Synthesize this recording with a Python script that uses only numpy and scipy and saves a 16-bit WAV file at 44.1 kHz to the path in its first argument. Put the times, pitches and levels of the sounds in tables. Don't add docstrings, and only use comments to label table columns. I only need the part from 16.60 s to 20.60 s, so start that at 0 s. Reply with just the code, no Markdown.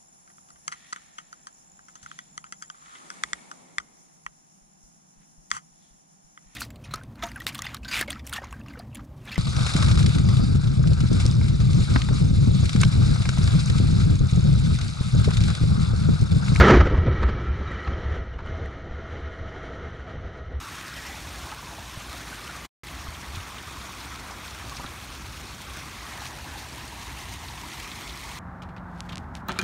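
import sys
import numpy as np
from scipy import signal
from scipy.fft import rfft, irfft, next_fast_len
from scipy.io import wavfile
from scipy.ndimage import uniform_filter1d, map_coordinates

SR = 44100
rng = np.random.default_rng(int(sys.argv[2]) if len(sys.argv) > 2 else 0)


def digitize_waveform(pressure):
    field = np.atleast_2d(pressure).T
    bounded = np.clip(field, -1, 1)
    quanta = np.round(bounded * 32767).astype(np.int16)
    wavfile.write(sys.argv[1], SR, quanta)


def gain_from_db(level_db):
    decades = np.asarray(level_db, float) / 20
    return 10 ** decades


N = 176400

# time_s, air_db, buffet_db, roar_db
AIRSTREAM = [(0, -18, 6, 0.5), (.09, -21, 0.5, 5), (0.149, -22, 9.5, 4), (.24, -35, 18.5, 3),
             (0.361, -40, 22, 5.5), (0.601, -36, 14.5, 2), (.76, -40, 13.5, 3), (.95, -41.5, 12, 2.5),
             (1.15, -38.5, 9.5, -2.5), (1.251, -42, 1.5, -2.5), (1.3, -41.5, 9.5, 3), (1.6, -40.5, 11, 1.5),
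             (2.05, -44, 10, 1), (2.25, -48.5, 12.5, 3), (2.48, -42.5, 6.5, -1), (2.75, -46, 8, 1.5),
             (3.05, -43, 5, 1), (3.95, -49.5, 14, 1.5)]
# frequency_hz, density_db
RUMBLE_SPECTRUM = [(12, -56), (20, -2.5), (38, -18.5), (56, -6), (75, -3), (140, -15), (220, -23.5),
                   (290, -41.5), (480, -120)]
# frequency_hz, density_db
SLACK_ROAR_SPECTRUM = [(76, -33.5), (130, -2.5), (260, -10.5), (365, -3), (415, -8.5), (781, -20),
                       (1000, -21), (1300, -50.5), (2200, -120)]
# frequency_hz, density_db
TAUT_ROAR_SPECTRUM = [(76, -27), (130, -2), (221, -4.5), (509, -1), (584, -10), (653, -4.5), (1000, -18.5),
                      (1300, -50.5), (2200, -120)]
# frequency_hz, density_db
HISS_SPECTRUM = [(700, -13.5), (1000, -9.5), (1600, -7.5), (2250, -15.5), (2650, -28), (4750, -32),
                 (7400, -34.5), (7900, -48)]
# centre_hz, width_hz, boost_db
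HOUSING_CAVITIES = [(1278, 276, 9), (1920, 490, 7), (2160, 88, 1), (3045, 820, 16.5), (4000, 960, 11.5),
                    (5810, 1140, 9)]
# centre_hz, width_hz, level_db
LINE_TONES = [(648, 40, -8.5), (1439, 16, -13), (1894, 44, -16.5), (2122, 29, -18.5), (3620, 60, -33),
              (6000, 440, -31), (3085, 350, -24.5)]
# centre_hz, width_hz, slack_db, taut_db
WHISTLE_TONES = [(1304.4, 70, -0.5, -1), (1922, 45, -8.5, -6.5), (2300, 110, -9.5, -15)]
# time_s, level_db
PORT_EXPOSURE = [(0, -29), (.1, -29), (.24, -40), (.35, -43), (.65, -40), (.78, -47.5), (.9, -43),
                 (1.03, -51), (1.08, -42), (1.33, -42.5), (1.4, -52.5), (1.6, -49), (1.68, -57.5),
                 (1.9, -54.5), (4, -58.5)]
# peak_s, peak_db, length_s, dullness_db
CLOTH_SNAPS = [(.01, -6, 0.0072, 3.5), (0.047, -14, 0.011, 4.5), (0.088, -5.5, 0.0053, -1),
               (0.107, -13.5, 0.0094, 6), (0.117, -19, 0.0065, 1), (0.173, -18, 0.0028, 15.5),
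               (.001, -17, 0.0023, 5), (0.144, -14, 0.013, 5.5), (0.206, -18, 0.015, 5.5),
               (0.27, -22, 0.01, 8), (0.324, -30.5, 0.013, 9), (0.349, -29, 0.0083, 6.5),
               (.38, -25, 0.01, 5), (.475, -30, 0.016, 13.5), (0.57, -43.5, 0.0085, 0),
               (0.632, -25, 0.012, 6.5), (0.693, -27, .012, 7.5), (1.112, -32, 0.0036, -1),
               (1.249, -46, 0.0027, -9), (1.277, -25.5, 0.0059, -11), (1.327, -33.5, 0.016, -2),
               (1.791, -35.5, 0.0046, -5), (1.806, -38, .006, -8), (1.863, -40, 0.015, -14)]
# frequency_hz, density_db
CRISP_SPECTRUM = [(120, -0.5), (300, -9.5), (700, -9), (1300, -3.5), (2200, -11.5), (2700, -19.5),
                  (4500, -26.5), (7800, -40.5)]
# frequency_hz, density_db
DULL_SPECTRUM = [(90, -13), (200, -0.5), (380, 1), (700, -9.5), (1100, -41)]
# peak_s, peak_db, pitch_hz, half_length_s
EDDY_STRIKES = [(.008, -4, 67, 0.018), (0.167, -6, 60.5, 0.012), (0.211, -12, 65, 0.016),
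                (0.263, -12.5, 57.6, 0.012), (0.288, -17, 70, 0.021), (0.342, -14, 54.2, 0.017),
                (0.387, -6, 80, 0.0051), (0.423, -22, 85, 0.019), (0.487, -12.5, 110, 0.011),
                (0.532, -16.5, 64.4, 0.024), (0.601, -23, 60, 0.0077), (0.661, -12.5, 63.7, 0.028),
                (0.82, -24, 71, 0.026), (0.899, -16, 65.5, 0.023), (1.066, -23, 80, 0.013),
                (1.29, -17.5, 67, 0.013), (1.349, -20.5, 69, 0.0093), (1.461, -29, 70.6, 0.016),
                (1.521, -20.5, 71, 0.016), (1.601, -24, 66, 0.014), (1.692, -25.5, 69.6, 0.015),
                (1.765, -27, 57.6, 0.017), (1.958, -28.5, 79.4, 0.024), (2.045, -26.5, 67, 0.017),
                (2.312, -27, 67.3, 0.0055), (2.535, -27, 79, 0.016), (2.665, -28.5, 72.6, 0.032),
                (3.26, -32.5, 74.6, 0.026), (3.812, -30.5, 71.5, 0.021), (3.964, -24.5, 72.4, 0.023)]
# start_s, peak_db, pitch_hz, t60_s
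BUCKLE_TICKS = [(.030, -8, 1500, 0.015), (0.052, -15, 1840, .03), (.069, -14, 1380, 0.027),
                (.083, -9, 1276, 0.067), (0.142, -19, 1294, .05), (.208, -17.5, 1316, 0.055),
                (0.256, -25.5, 1400, 0.053), (.483, -32, 1000, 0.043), (1.075, -45, 3830, .12),
                (1.117, -28.5, 1920, 0.045), (1.083, -38, 1290, .05), (1.24, -32, 2050, .04),
                (1.23, -42, 3020, .05), (1.164, -34, 1360, 0.062), (1.159, -39.5, 3020, .05),
                (1.248, -38, 4200, .02), (1.277, -39, 1260, 0.075), (1.334, -39, 3120, .04),
                (1.472, -40, 1740, .03), (.632, -30, 1756, .05), (.635, -27, 1190, .05),
                (1.523, -32, 1870, 0.035), (1.739, -44, 2930, .03), (1.788, -43, 1300, .05),
                (1.806, -38, 1400, .04), (1.861, -34, 1290, .04), (1.872, -38.5, 3000, .04),
                (2.059, -29.5, 1866, 0.024), (2.675, -37, 1340, .03), (3.135, -39, 1850, .03),
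                (3.196, -40, 1990, .03), (3.396, -38, 1470, .03)]

TAUT_AT_S, TAUT_RISE_S = 1.3, 0.18
SHELTER_S, SHELTER_LASTS_S, SHELTER_DB = 1.731, 0.12, -7.5
WHISTLE_DRIFT = 0.015
HOWL_HZ, HOWL_WIDTH_HZ, HOWL_DB, HOWL_S, HOWL_LASTS_S = 364, 18, -18, 0.1, 0.045
CLIP_TOP, CLIP_HARD = 1.0, 12
HALF_RATE_HZ, EDGE_HZ = 8000, 350
MIRROR_DB, MIRROR_FALL_DB_PER_KHZ = 1, -9
LEAN_DB, LEAN_HZ = -19.5, 800
KEEP_UNDER_DB, KEEP_ABOVE_DB = -54, -99
LEAN_KEEP_UNDER_DB, LEAN_KEEP_ABOVE_DB = -15.5, -61
LEAN_FAVOUR_DB_PER_KHZ = 3
KEEP_SCATTER_DB, BAND_SCATTER_DB = 4.5, 3.5
SPARSE_DB = -8
FADE_S = 0.006


def unit(x):
    return x / np.sqrt(np.mean(x ** 2) + 1e-20)


def along(points, hz):
    f, v = np.transpose(points)
    return np.interp(np.log(hz + 1), np.log(f + 1), v, -120, -120)


def wobble(rate):
    return map_coordinates(rng.standard_normal(400), [np.arange(N) * min(rate, 90) / SR])


def filtered(x, response):
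    m = next_fast_len(N + SR // 2)
    return irfft(rfft(x, m) * response(np.fft.rfftfreq(m, 1 / SR)), m)[..., :N]


def rush(response, patchy_db):
    z = signal.stft(rng.standard_normal(N), nperseg=512)[2]
    field = uniform_filter1d(rng.standard_normal(z.shape), size=6, axis=0)
    field = uniform_filter1d(field, size=8, axis=1)
    patched = signal.istft(z * gain_from_db(patchy_db * unit(field)), nperseg=512)[1][:N]
    return unit(filtered(patched, response))


def coloured(spectrum, patchy_db):
    return rush(lambda f: gain_from_db(along(spectrum, f)), patchy_db)


def bump(hz, centre_hz, width_hz):
    return 1 / np.sqrt(1 + (2 * (hz - centre_hz) / width_hz) ** 2)


def resonance(centre_hz, width_hz, patchy_db):
    return rush(lambda f: bump(f, centre_hz, width_hz) ** 2, patchy_db)


def tension(t):
    return 1 / (1 + np.exp((TAUT_AT_S - t) / TAUT_RISE_S))


def airstream():
    t = np.arange(N) / SR
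    s, *columns = np.transpose(AIRSTREAM)
    air_db, buffet_db, roar_db = [np.interp(t, s, c) for c in columns]
    shelter_db = SHELTER_DB * np.exp(-((t - SHELTER_S) / SHELTER_LASTS_S) ** 4)
    gust_db = air_db + shelter_db + 0.45 * wobble(24.27) + 0.13 * wobble(56)

    def hollow(f):
        cavities_db = sum(db * bump(f, c, w) ** 2 for c, w, db in HOUSING_CAVITIES)
        return gain_from_db(along(HISS_SPECTRUM, f) + cavities_db)

    hiss = gain_from_db(-1.8 + 1.16 * wobble(38)) * rush(hollow, patchy_db=0.5)
    taut = tension(t)
    slack_roar = coloured(SLACK_ROAR_SPECTRUM, patchy_db=0.74)
    taut_roar = coloured(TAUT_ROAR_SPECTRUM, patchy_db=0.74)
    cloth = np.sqrt(1 - taut) * slack_roar + np.sqrt(taut) * taut_roar
    roar = gain_from_db(roar_db + 0.54 + 1.93 * wobble(28.02)) * cloth
    rumble = gain_from_db(buffet_db - 1.5 + 0.46 * wobble(8.1)) * coloured(RUMBLE_SPECTRUM, patchy_db=-1.1)
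    lines = sum(gain_from_db(db + 0.82 * wobble(6.4)) * resonance(c, w, patchy_db=0.0)
                for c, w, db in LINE_TONES)
    return gain_from_db(gust_db) * (hiss + roar + rumble + taut * lines)


def whistles():
    t = np.arange(N) / SR
    taut = tension(t)
    drifting = np.arange(N) + np.cumsum(WHISTLE_DRIFT * wobble(9))
    tones = 0
    for centre_hz, width_hz, slack_db, taut_db in WHISTLE_TONES:
        level_db = slack_db + (taut_db - slack_db) * taut + 1.5 * wobble(12)
        steady = resonance(centre_hz, width_hz, patchy_db=-0.3)
        tones = tones + gain_from_db(level_db) * np.interp(drifting, np.arange(N), steady)
    return gain_from_db(np.interp(t, *np.transpose(PORT_EXPOSURE))) * tones


def canopy():
    t = np.arange(N) / SR
    crisp, dull = 0, 0
    for s, db, length, dull_db in CLOTH_SNAPS:
        crisp = crisp + gain_from_db(db - 5.5) * np.exp(-np.abs(t - s) / length)
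        dull = dull + gain_from_db(db - 9 + dull_db) * np.exp(-((t - s) / length / 1.19) ** 2)
    cloth = gain_from_db(2.2 * wobble(80)) * coloured(CRISP_SPECTRUM, patchy_db=1.5)
    flap = coloured(DULL_SPECTRUM, patchy_db=2.5)
    howl_swell = gain_from_db(HOWL_DB) * np.exp(-((t - HOWL_S) / HOWL_LASTS_S) ** 2)
    howl = howl_swell * resonance(HOWL_HZ, HOWL_WIDTH_HZ, patchy_db=4)
    return crisp * cloth + dull * flap + howl


def eddies():
    t = np.arange(N) / SR
    thumps = np.zeros(N)
    for s, db, hz, half in EDDY_STRIKES:
        swing = np.sin(2 * np.pi * (hz * (t - s) + rng.random()))
        thumps += gain_from_db(db) * np.exp(-((t - s) / half) ** 2) * swing
    return thumps


def ticks():
    out = np.zeros(N + SR)
    t = np.arange(SR // 5) / SR
    for s, db, hz, t60 in BUCKLE_TICKS:
        contact = 0.25 * gain_from_db(-60 * t / 0.012) * rng.standard_normal(len(t))
        ring = np.sin(2 * np.pi * hz * t) + contact
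        envelope = gain_from_db(db - 60 * t / t60) * (1 - np.exp(-t / 0.00052))
        out[round(s * SR):][:len(t)] += envelope * ring
    return out[:N]


def scene():
    port = airstream() + whistles() + canopy() + eddies() + ticks()
    return np.tile(port, (2, 1))


def dropped(x, under_db, above_db, favour_db):
    z = signal.stft(x, nperseg=2048, boundary="even")[2][:1024]
    power = (np.abs(z) ** 2).reshape(64, 16, -1)
    level_db = 10 * np.log10(power.sum(axis=1) + 1e-20)
    level_db = level_db + favour_db * np.arange(64)[:, None] * SR / 128000
    scatter = np.minimum(rng.standard_normal(level_db.shape[1]), 0.5)
    bar_db = np.maximum(level_db.max(axis=0) + under_db, above_db) + KEEP_SCATTER_DB * scatter
    over_db = level_db - bar_db + BAND_SCATTER_DB * rng.standard_normal(level_db.shape)
    share_db = 10 * np.log10(power / (power.sum(axis=1, keepdims=True) + 1e-20) + 1e-20)
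    keep = (share_db + over_db[:, None] > SPARSE_DB).reshape(1024, -1)
    return signal.istft(np.pad(z * keep, ((0, 1), (0, 0))), nperseg=2048)[1][:N]


def low_rate(x):
    x = filtered(x, lambda f: np.clip((HALF_RATE_HZ - f) / EDGE_HZ - 0.3, 0, 1) ** 2)
    folded = 2 * x * np.cos(4 * np.pi * HALF_RATE_HZ * np.arange(N) / SR)

    def image(f):
        inside = (f > HALF_RATE_HZ) * (f < 1.7 * HALF_RATE_HZ)
        return inside * gain_from_db(MIRROR_DB + MIRROR_FALL_DB_PER_KHZ * (f - HALF_RATE_HZ) / 1000)

    return x + filtered(folded, image)


def roll_off(x):
    return signal.sosfilt(signal.butter(12, 15700, fs=SR, output="sos"), x)


def record(dry):
    x = dry[0] / (1 + np.abs(dry[0] / CLIP_TOP) ** CLIP_HARD) ** (1 / CLIP_HARD)
    x = low_rate(x)
    lean = gain_from_db(LEAN_DB) * filtered(x, lambda f: f ** 4 / (f ** 4 + LEAN_HZ ** 4))
    x = dropped(x, KEEP_UNDER_DB, KEEP_ABOVE_DB, 0)
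    lean = dropped(lean, LEAN_KEEP_UNDER_DB, LEAN_KEEP_ABOVE_DB, LEAN_FAVOUR_DB_PER_KHZ)
    x = x * np.clip(np.arange(N, 0, -1) / (FADE_S * SR), 0, 1)
    mix = np.clip([x - lean, x + lean], -1, 1)
    return roll_off(mix)


dry = scene()
out = record(dry)
digitize_waveform(out)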